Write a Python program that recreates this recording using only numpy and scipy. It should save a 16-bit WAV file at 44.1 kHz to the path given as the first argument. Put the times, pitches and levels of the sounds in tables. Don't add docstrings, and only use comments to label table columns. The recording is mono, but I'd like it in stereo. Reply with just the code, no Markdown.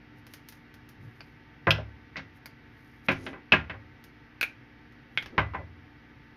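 import sys
import numpy as np
from scipy import signal
from scipy.fft import rfft, irfft, next_fast_len
from scipy.io import wavfile
from scipy.ndimage import map_coordinates

SR = 44100
rng = np.random.default_rng(int(sys.argv[2]) if len(sys.argv) > 2 else 0)


def master_out(mix):
    frames = np.transpose(np.atleast_2d(mix))
    ceiling = np.clip(frames, -1, 1)
    pcm = np.round(ceiling * 32767).astype(np.int16)
    wavfile.write(sys.argv[1], SR, pcm)


N = 280561

# frequency in Hz, level in dB.
FAN_AIR = [(20, -14), (60, -4.5), (125, 7.5), (190, -4.5), (285, -2), (370, -7.5), (600, -14), (900, -11),
           (1150, -11.5), (2000, -8.5), (3300, -20), (5500, -30), (8000, -45.5), (12500, -44.5),
           (14300, -43), (16000, -75.5)]
# frequency in Hz, level in dB.
FAN_HUM = [(58, -66), (120, -83), (236, -63.5), (275, -68.5), (299, -63.5), (465, -75), (892, -72.5),
           (1190, -78.5), (1535, -72.5), (1965, -71)]
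# center in seconds, half length in seconds, level in dB.
RUBS = [(.188, 0.016, -71), (0.328, .02, -63.5), (0.54, 0.041, -69), (1.04, 0.018, -72),
        (1.206, 0.1, -75.5), (2.366, .015, -71.5), (2.88, 0.11, -74), (3.061, 0.0097, -58.5),
        (3.24, 0.05, -54.5), (5.187, 0.035, -68)]
# center in seconds, half length in seconds, level in dB, pitch in Hz.
BUMPS = [(1.048, 0.04, -46, 102), (3.284, 0.074, -46, 260), (5.351, 0.028, -45.5, 252)]
# frequency in Hz, level in dB.
PUSH_COLOUR = [(25, -37), (65, -11), (105, 13.5), (170, 7.5), (300, -9), (500, -10.5), (1200, -40),
               (4000, -73)]
# start in seconds, snap level in dB, body level in dB.
TICKS = [(.267, -24, -14.5), (.337, -13, -11.5), (.487, -11.5, -40), (.523, -23, -17), (.741, -27, -17),
         (.890, -21.5, -31), (3.112, -34.5, -0.5), (3.1186, -26.5, 5), (4.040, -22, -17.5),
         (4.923, -43.5, -21.5), (5.225, -33, -1.5), (5.2597, -35, -1)]
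# frequency in Hz, level in dB.
SNAP_COLOUR = [(100, -45), (1500, -7), (5500, -4), (6800, -3), (8000, -3.5), (9300, -4), (11500, -6),
               (13900, -2), (15000, -2), (16000, -20)]
# frequency in Hz, level in dB.
BODY_COLOUR = [(100, -4), (700, -7), (1600, -5), (3000, -9), (5500, -18), (8000, -29.5), (16000, -42)]
# start in seconds, shell level in dB, shell pitch in Hz,
# upper mode in Hz, upper mode over shell in dB, snap over shell in dB.
CLACKS = [(1.206, -3.5, 2460, 4680, -5, -34), (1.7065, 26, 2654, 5160, -17.5, -34.5),
          (1.708, 20, 3234, 4000, -11, -38.5), (2.458, -4, 2180, 4670, -3, -11.5),
          (4.4113, 16.5, 2440, 4250, -12.5, -20.5), (4.4288, 22.5, 2400, 3710, -21.5, -27.5),
          (5.1743, 22, 2193, 3290, -7, -71)]
# start in seconds, knock level in dB, thud pitch in Hz,
# contact hardness in Hz, shell pitch in Hz, shell over knock in dB, first rock in seconds,
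# loss per rock in dB.
LANDINGS = [(1.669, 21, 140, 1980, 1490, -2, 0.011, 4), (1.782, 0, 112, 1550, 623, 7.5, .02, 7),
            (2.157, -4.5, 169, 2510, 1930, 6, .029, 11.5), (2.167, 1, 220, 5430, 1980, -6.5, .019, 6.5),
            (3.0845, 18, 227, 2630, 2370, 0, 0.014, 9), (3.264, 4, 300, 3420, 1590, -16, 0.066, 5.5),
            (3.5204, 19.5, 164, 2980, 2575, 6.5, .0105, 4), (3.6964, 5, 84, 2770, 1640, -5, 0.042, 9),
            (5.379, 18.5, 125, 2770, 1086, 3.5, .008, 12.5), (5.535, -5, 109.5, 2490, 1080, 10, 0.0068, 4),
            (5.545, 5.5, 113, 2050, 940, 5.5, .039, 7.5)]
# frequency in Hz, level in dB.
KNOCK_COLOUR = [(25, -52), (55, -8), (90, -9), (300, -3.5), (600, -3), (1200, -3), (2500, -2), (5500, -10),
                (7500, -16), (16000, -38)]
# frequency in Hz, level in dB, time to fall 60 dB in seconds.
CABINET_MODES = [(69, -7.5, 0.74), (84.4, -9, 1), (105.3, -3.5, 0.54), (153.6, -4.5, 0.29),
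                 (199.3, 0, 0.13), (267, -4, 0.3), (365, -5, 0.2)]
# frequency in Hz, level relative to the blow in dB, time to fall 60 dB in seconds.
SLAB_MODES = [(543, -46, 0.2), (634, -51.5, 0.18), (786, -47, 0.14), (1018.5, -39.5, 0.084),
              (985, -76.5, 0.17), (1406, -53.5, 0.26), (1547, -39, 0.1), (1628, -42.5, 0.14),
              (2000, -49, 0.31), (2170, -45, 0.13), (2592, -40, 0.09), (2900, -52.5, .12)]
# frequency in Hz, left over right in dB.
COUNTER_LEAN = [(250, -2), (450, -6), (1100, -6.5), (2000, -4), (16000, -2)]
# frequency in Hz, time to fall 60 dB in seconds.
ROOM_DECAY = [(80, 1), (250, 0.3), (1000, 0.28), (3000, 0.22), (6000, 0.24), (13000, 0.15)]
# frequency in Hz, side over mid in dB.
STEREO_WIDTH = [(100, -23), (200, -13.5), (400, -8), (750, -3), (1290, 0.5), (1800, -12), (2400, -5),
                (4400, -2.5), (8000, -21.5), (15000, -13.5)]
# frequency in Hz, phase in radians by which left leads.
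PORT_PHASE = [(300, 0), (4400, 0.32), (6500, -1.9), (7400, -3), (8200, -3), (9500, -4.5), (11700, -5.5),
              (13100, -7), (15500, -10)]

TOP_HZ = 16400
SIZE = 2 ** 15
T, HZ = np.arange(SIZE) / SR, np.fft.rfftfreq(SIZE, 1 / SR)
SIDES = np.array([[1], [-1]])
DIRECT_PAN_DB = 3.5
PUSH_HZ = 105
RUB_TOP_HZ, RUB_FIRM_DB, RUB_DULL_HZ_PER_DB = 14750, -60.5, 800
HOLLOW_DB, HOLLOW_GROWS = -3.5, 0.85
CLACK_KNOCK_DB, CLACK_KNOCK_GROWS = -7.5, 0.5
ROCK_SHRINK, ROCK_SOFTEN, ROCK_DEEPEN = 0.42, 0.63, 0.665
KNOCK_SNAP_DB, KNOCK_PAN_DB = -52, 2.5
THUD_DB = -39


def amp(db):
    return 10 ** (np.asarray(db) / 20)


def unit(x):
    return x / np.sqrt(np.mean(x ** 2) + 1e-20)


def along(points, hz=HZ):
    f, v = np.transpose(points)
    return np.interp(np.log(hz + 1), np.log(f + 1), v)


def causal(gain):
    cepstrum = irfft(np.log(np.maximum(gain, 1e-6)))
    cepstrum[1:SIZE // 2] *= 2
    cepstrum[SIZE // 2 + 1:] = 0
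    return np.exp(rfft(cepstrum))


def add(track, s, sound):
    part = track[:, round(s * SR):][:, :SIZE]
    part += sound[:, :part.shape[1]]


def noise(size, colour=None):
    m = next_fast_len(size)
    hz = np.fft.rfftfreq(m, 1 / SR)
    mid, side = rfft(rng.standard_normal((2, m)))
    width = amp(along(STEREO_WIDTH, hz))
    gain = amp(along(colour, hz)) if colour else 1
    stereo = (mid + SIDES * width * side) / np.hypot(1, width)
    return unit(irfft(gain * stereo, m)[:, :size])


def swell_at(s, half, db):
    t = np.arange(N) / SR
    return amp(db) * np.exp(-((t - s) / half) ** 2 / 2)


def wobble(rate):
    knots = rng.standard_normal(int(N * rate / SR) + 4)
    return map_coordinates(knots, [np.arange(N) * rate / SR])


def shell(hz, q, skirt=1.0):
    return 1 / (1 + (q * (HZ / hz - hz / (HZ + 1))) ** 2) ** skirt


def ring(modes, swell, spread_db=2):
    hz, db, t60 = np.transpose(modes)[:, :, None]
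    strength = amp(db + spread_db * rng.standard_normal(hz.shape) - 60 * T / t60)
    tones = np.sin(2 * np.pi * (hz * T + rng.random(hz.shape)))
    return np.sum(strength * tones, 0) * (1 - np.exp(-T / swell))


def echoes(span, count=12):
    delays = 0.002002 + span * (np.arange(count) + rng.random(count)) / count
    sizes = rng.choice([-1, 1], count) * np.exp(-delays / span)
    return np.bincount((delays * SR).astype(int), sizes / np.linalg.norm(sizes), SIZE)


def in_room(gain, wall_db, scatter_db, scatter_t60, room_db, chatter, wall_span=0.016, scatter_rise=0.0024):
    push = (T / chatter) ** 2 * np.exp(-3 * T / chatter)
    touch = rfft(rng.standard_normal(SIZE) * push + (T == 0) * 1e-3)
    touch = touch / causal(np.abs(touch))
    direct = (T == 0) * amp(SIDES * DIRECT_PAN_DB / 2)
    near = touch * rfft(direct + amp(wall_db) * echoes(wall_span))
    scatter = noise(SIZE) * amp(-60 * T / scatter_t60) * (1 - np.exp(-T / scatter_rise))
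    hz, t, bands = signal.stft(noise(SIZE), SR, nperseg=256)
    fading = bands * amp(-60 * t / along(ROOM_DECAY, hz)[:, None])
    tail = signal.istft(fading, SR, nperseg=256)[1][:, :SIZE] * (1 - np.exp(-T / 0.0032))
    diffuse = amp(scatter_db) * unit(scatter) + amp(room_db) * unit(tail)
    paths = irfft(near) * np.exp(-T / 0.015) + diffuse / np.sqrt(SIZE)
    paths = unit(paths) / np.sqrt(SIZE)
    return signal.fftconvolve(paths, irfft(causal(gain))[None, :SIZE // 4], axes=1)[:, :SIZE]


def fan(rush_db=-55, drift=0.62, wall_db=-5):
    t = np.arange(N) / SR
    hum = sum(amp(db) * np.sqrt(2) * np.sin(2 * np.pi * hz * t + drift * wobble(6.9))
              for hz, db in FAN_HUM)
    air = noise(N, FAN_AIR)
    high_pass = signal.butter(2, 400, "high", fs=SR, output="sos")
    walls = signal.sosfilt(high_pass, echoes(0.022))
    reflected = signal.fftconvolve(air, walls[None], axes=1)[:, :N]
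    return amp(rush_db) * (air + amp(wall_db) * reflected) + hum


def handling(grain_db=3):
    grains = unit(noise(N, SNAP_COLOUR) * amp(grain_db * wobble(430)))
    out = np.zeros((2, N))
    for s, half, db in RUBS:
        top_hz = RUB_TOP_HZ - RUB_DULL_HZ_PER_DB * max(db - RUB_FIRM_DB, 0)
        skin = signal.butter(4, np.clip(top_hz, 1000, 0.45 * SR), fs=SR, output="sos")
        out += signal.sosfilt(skin, grains * swell_at(s, half, db))
    for s, half, db, pitch_hz in BUMPS:
        colour = [(hz * pitch_hz / PUSH_HZ, level) for hz, level in PUSH_COLOUR]
        out += swell_at(s, half, db) * noise(N, colour)
    return out


def ticks():
    out = np.zeros((2, N))
    for s, snap_db, body_db in TICKS:
        gain = amp(snap_db + along(SNAP_COLOUR)) + amp(body_db + along(BODY_COLOUR))
        add(out, s, in_room(gain, wall_db=-27, scatter_db=0.5, scatter_t60=0.045, room_db=-2.5,
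                            chatter=0.0012))
    return out


def clacks(ring_db=-52, ring_t60=0.13, lower_q=5.2, upper_q=6.6, hollow_hz=1530, hollow_q=4.5):
    out = np.zeros((2, N))
    for s, db, shell_hz, upper_hz, upper_db, snap_db in CLACKS:
        body = amp(db) * (shell(shell_hz, lower_q) + amp(upper_db) * shell(upper_hz, upper_q))
        hollow = amp(HOLLOW_DB + HOLLOW_GROWS * db) * shell(hollow_hz, hollow_q)
        knock = amp(CLACK_KNOCK_DB + CLACK_KNOCK_GROWS * db + along(KNOCK_COLOUR))
        knock = knock / np.hypot(1, (HZ / 2200) ** 2)
        snap = amp(db + snap_db + along(SNAP_COLOUR))
        gain = np.sqrt(body ** 2 + hollow ** 2 + knock ** 2 + snap ** 2)
        modes = [(shell_hz, db + ring_db, ring_t60),
                 (upper_hz, db + upper_db + ring_db, ring_t60 * shell_hz / upper_hz)]
        after = ring(modes, swell=0.00099)
        sound = in_room(gain, wall_db=-7, scatter_db=-1, scatter_t60=0.06, room_db=-8, chatter=0.0012)
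        add(out, s, sound + after)
    return out


def rocking(count=3):
    contacts = []
    for s, db, thud_hz, hard_hz, shell_hz, shell_db, rock_s, loss_db in LANDINGS:
        for k in range(count):
            start = s + rock_s * sum(ROCK_SHRINK ** j for j in range(k))
            level = db - loss_db * k
            contacts.append((start, level, thud_hz, hard_hz * ROCK_SOFTEN ** k,
                             shell_hz * ROCK_DEEPEN ** k, level + shell_db))
    return contacts


def knocks(thud_slope_db=9, shell_q=4, coupling=0.87):
    out = np.zeros((2, N))
    for s, db, thud_hz, hard_hz, shell_hz, shell_db in rocking():
        knock = amp(db + along(KNOCK_COLOUR)) / np.sqrt(1 + (HZ / hard_hz) ** 8)
        case = amp(shell_db) * shell(shell_hz, shell_q)
        snap = amp(db + KNOCK_SNAP_DB + along(SNAP_COLOUR))
        sound = in_room(knock + case + snap, wall_db=-2, scatter_db=1.5, scatter_t60=0.11, room_db=-4.5,
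                        chatter=0.0034)
        cabinet = [(hz, level + db + THUD_DB - thud_slope_db * abs(np.log2(hz / thud_hz)), t60)
                   for hz, level, t60 in CABINET_MODES]
        blow = knock + coupling * case
        slab = [(hz, level + 20 * np.log10(np.interp(hz, HZ, blow)), t60)
                for hz, level, t60 in SLAB_MODES]
        add(out, s, sound + ring(cabinet, swell=0.0073) + ring(slab, swell=0.0056))
    pan_db = KNOCK_PAN_DB + along(COUNTER_LEAN, np.fft.rfftfreq(N, 1 / SR))
    return irfft(rfft(out) * amp(SIDES * pan_db / 2), N)


def scene():
    return fan() + handling() + ticks() + clacks() + knocks()


def record(dry):
    m = next_fast_len(N + SIZE)
    hz = np.fft.rfftfreq(m, 1 / SR)
    ports = np.exp(1j * SIDES * along(PORT_PHASE, hz) / 2)
    return irfft(rfft(dry, m) * ports * (hz < TOP_HZ), m)[:, :N]


dry = scene()
out = record(dry)
master_out(out)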